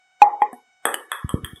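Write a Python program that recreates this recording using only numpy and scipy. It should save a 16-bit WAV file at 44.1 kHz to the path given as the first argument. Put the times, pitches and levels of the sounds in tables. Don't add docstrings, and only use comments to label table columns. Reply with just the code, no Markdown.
import sys
import numpy as np
from scipy import signal
from scipy.fft import rfft, irfft
from scipy.io import wavfile
from scipy.ndimage import uniform_filter1d

SR = 44100
rng = np.random.default_rng(int(sys.argv[2]) if len(sys.argv) > 2 else 0)


def store_wav(level_fs):
    pcm = np.round(np.clip(np.atleast_2d(level_fs), -1, 1) * 32767)
    wavfile.write(sys.argv[1], SR, pcm.T.astype(np.int16))


N = 70560

# (pitch [Hz], level [dB], time to fade by 60 dB [s])
SHELL_NOTES = [(6320, -28, .014), (8156, -1, .013), (8430, -5, .013), (9830, -1, .012), (10480, -5, .011),
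               (11350, -6, 0.018), (11900, -9, .011), (12900, -13, .011), (13800, -20, .01)]
WOOD_RISE_S, SHELL_RISE_S = 0.0005, 0.00079


def amp(db):
    return 10 ** (np.asarray(db) / 20)


def unit(x):
    return x / np.sqrt(np.mean(abs(x) ** 2) + 1e-20)


def read(points, hz):
    row_hz, value = np.transpose(points)
    return np.interp(np.log(hz + 1), np.log(row_hz + 1), value)


def add(mix, start_s, sound):
    part = mix[round(start_s * SR):][:len(sound)]
    part += sound[:len(part)]


def coloured(x, points):
    hz = np.fft.rfftfreq(len(x), 1 / SR)
    return irfft(rfft(x) * amp(read(points, hz)), len(x))


def drift(rate_hz):
    hz = np.fft.rfftfreq(N, 1 / SR)
    spectrum = rfft(rng.standard_normal(N))
    return unit(irfft(spectrum / np.sqrt(1 + (hz / rate_hz) ** 4), N))


def ring(notes, rise_s):
    t = np.arange(SR // 4) / SR
    body = sum((-1) ** k * amp(db - 60 * t / fade_s) * np.sin(2 * np.pi * hz * t)
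               for k, (hz, db, fade_s) in enumerate(notes))
    return body * (1 - np.exp(-(t / rise_s) ** 2))


def in_room(sound, room_db):
    # (frequency [Hz], time to fade by 60 dB [s])
    fade_times = [(100, 0.49), (250, 0.44), (450, 0.42), (850, .41), (1700, 0.43), (3300, 0.31),
                  (8000, .33), (11000, 0.3), (15000, .29)]
    # (frequency [Hz], level [dB])
    room_tone = [(60, -11), (130, -10), (230, 0), (450, 5.5), (650, 1), (1000, 4), (1500, 2), (1900, 0),
                 (2700, 0.5), (3400, -3.5), (5500, -0.5), (8300, -5), (10500, -2.5), (15000, -3)]
    # (delay [s], level [dB])
    echoes = [(.0064, -22), (.0125, -9), (.0152, -14.5)]
    build_s = 0.0046
    t = np.arange(SR) / SR
    hz, when, noise = signal.stft(rng.standard_normal(SR), SR, nperseg=256)
    decay = amp(-60 * when / read(fade_times, hz)[:, None])
    tail = signal.istft(noise * decay, SR, nperseg=256)[1][:SR]
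    tail *= 1 - np.exp(-(t / build_s) ** 2)
    tail /= np.linalg.norm(tail)
    for delay_s, db in echoes:
        add(tail, delay_s, amp([db]))
    response = amp(room_db) * coloured(tail, room_tone)
    response[0] += 1
    return signal.fftconvolve(sound, response)


def hum():
    tone_levels = [-53.5, -53.5, -51, -58.5, -60, -70.5, -64.5, -65, -65, -69, -67.5, -82.5]
    # (frequency [Hz], relative level [dB])
    air_tone = [(30, -15.5), (150, -8.5), (350, -10.5), (600, -9), (1200, -4), (2500, -8.5), (4500, -15.5),
                (9000, -23.5), (16000, -34)]
    pitch_hz, wobble_hz, jitter_radians, flutter = 746, 31, 0.88, 0.11
    t, whine = np.arange(N) / SR, np.zeros(N)
    for k, db in enumerate(tone_levels, 1):
        phase = 2 * np.pi * (k * pitch_hz * t + rng.random()) + jitter_radians * drift(wobble_hz)
        strength = amp(db) * np.sqrt(2) * (1 + flutter * drift(wobble_hz))
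        whine += strength * np.sin(phase)
    air = unit(coloured(rng.standard_normal(N), air_tone))
    return whine + amp(-59.5) * air


def thumps():
    # (time [s], level [dB], softness [s])
    pushes = [(1.2442, -10.5, 0.00062), (1.341, -3.5, 0.00032), (1.4341, -17.5, 0.0008),
              (1.5315, -25, 0.00045)]
    bass_cut = signal.butter(3, 67.6, "highpass", fs=SR, output="sos")
    out, t = np.zeros(N), np.arange(SR // 8) / SR
    for start_s, db, soft_s in pushes:
        push = (t / soft_s) ** 5 * np.exp(-t / soft_s)
        thump = signal.sosfilt(bass_cut, push / push.max())
        add(out, start_s, in_room(amp(db) * thump, room_db=-13.5))
    return out


def crack(db):
    # (frequency [Hz], relative level [dB])
    crack_tone = [(300, -25.5), (1500, -11), (2700, -23.5), (3400, -12), (4100, -22.5), (4600, -13.5),
                  (5500, -30), (6500, -15.5), (7300, -18.5), (8400, 6.5), (9100, -6.5), (10400, 3),
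                  (12000, -8.5), (14000, -15), (15500, -28)]
    fade_s = 0.022
    t = np.arange(SR // 4) / SR
    envelope = amp(db - 60 * t / fade_s) * (1 - np.exp(-(t / WOOD_RISE_S) ** 2))
    return envelope * unit(coloured(rng.standard_normal(len(t)), crack_tone))


def bounces():
    # (time [s], knock [dB], hollow ring [dB], clack [dB], ping [dB], ping pitch [Hz],
    # shell [dB], shell pitch [ratio], crack [dB], room [dB])
    hits = [(0.8535, -7.5, -10, -7, -9.5, 3356, -9.5, 1.0, -18.5, -3.5),
            (0.9417, -16, -20, -12.5, -9, 3003, -17.5, 1.03, -16.5, -9.5),
            (1.1171, -30, -13, -13, -12, 3380, -20, 1.0, -30, -2),
            (1.2919, -40, -18.5, -27.5, -19, 3176, -23, .99, -37, -2.5),
            (1.4454, -40, -27.5, -21, -14, 3242, -25.5, 1.2, -28.5, -3),
            (1.5592, -46, -49, -50.5, -29, 3410, -47.5, 1.0, -50, 5)]
    # (pitch [Hz], level [dB], time to fade by 60 dB [s])
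    knock = [(332, -4, 0.013), (500, -8.5, 0.018), (850, 2.5, 0.011)]
    hollow = [(1086, 0.5, 0.013), (1329, -9, 0.022)]
    clack = [(1730, 2, 0.012), (1990, -10, 0.0072), (2590, -16.5, 0.019)]
    ping_fade_s = 0.014
    out = np.zeros(N)
    for start_s, *wood_levels, ping_db, ping_hz, shell_db, ratio, crack_db, room_db in hits:
        wood = sum(amp(db) * ring(notes, WOOD_RISE_S)
                   for db, notes in zip(wood_levels, [knock, hollow, clack]))
        ping = ring([(ping_hz, ping_db, ping_fade_s)], rise_s=0.0013)
        shell_notes = [(hz * ratio, db + shell_db, fade_s) for hz, db, fade_s in SHELL_NOTES]
        shell = ring(shell_notes, SHELL_RISE_S)
        add(out, start_s, in_room(wood + ping + shell + crack(crack_db), room_db))
    return out


def paddle():
    # (time [s], main note [dB], other notes [dB], shell [dB], main pitch [Hz], room [dB])
    taps = [(0.2181, 5.5, -6, -27, 828, -13.5), (0.4189, -4, -7.5, -37, 834.3, -22.5)]
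    # (time [s], rim [dB], shell [dB], room for rim [dB], room for shell [dB])
    grazes = [(0.5295, -32, -38, -16.5, 1)]
    # (pitch [Hz], level [dB], time to fade by 60 dB [s])
    other_notes = [(439, -7, 0.019), (1040.5, -7, 0.032), (1880, -11, .025), (2094, -13, 0.017),
                   (2363, -16.5, 0.029), (3200, -29.5, 0.06)]
    rim_notes = [(247.2, 2, 0.068), (739, 2.5, 0.12), (1730, -7.5, 0.034)]
    main_fade_s = 0.14
    out, shell = np.zeros(N), ring(SHELL_NOTES, SHELL_RISE_S)
    for start_s, main_db, other_db, shell_db, hz, room_db in taps:
        main_note = ring([(hz, main_db, main_fade_s)], WOOD_RISE_S)
        add(out, start_s, in_room(main_note + amp(shell_db) * shell, room_db))
        add(out, start_s, in_room(amp(other_db) * ring(other_notes, WOOD_RISE_S), room_db=-10))
    for start_s, rim_db, shell_db, rim_room_db, shell_room_db in grazes:
        add(out, start_s, in_room(amp(rim_db) * ring(rim_notes, WOOD_RISE_S), rim_room_db))
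        add(out, start_s, in_room(amp(shell_db) * (shell + crack(db=-9)), shell_room_db))
    return out


def scene():
    bass_cut = signal.butter(2, 226, "highpass", fs=SR, output="sos")
    ball = signal.sosfilt(bass_cut, paddle() + bounces())
    return (ball + thumps() + hum())[None]


def suppress_noise(x):
    cut_db, threshold_db = 16.5, 8
    spectrum = signal.stft(x, nperseg=2048, noverlap=1536)[2]
    power = uniform_filter1d(abs(spectrum) ** 2, size=3, axis=0)
    background = np.percentile(uniform_filter1d(power, size=5, axis=1), 15, axis=1)[:, None]
    over_db = 10 * np.log10(abs(power) / (abs(background) + 1e-20) + 1e-9)
    quiet = (over_db < threshold_db).astype(float)
    gain = amp(-cut_db * uniform_filter1d(quiet, size=9, axis=0))
    return signal.istft(spectrum * gain, nperseg=2048, noverlap=1536)[1][:N]


def record(dry):
    ceiling, top_hz = 0.95, 16100
    clipped = dry[0] / (1 + (dry[0] / ceiling) ** 12) ** (1 / 12)
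    treble_cut = signal.firwin(255, top_hz, window=("kaiser", 9), fs=SR)
    return signal.oaconvolve(suppress_noise(clipped), treble_cut, "same")[None]


dry = scene()
out = record(dry)
store_wav(out)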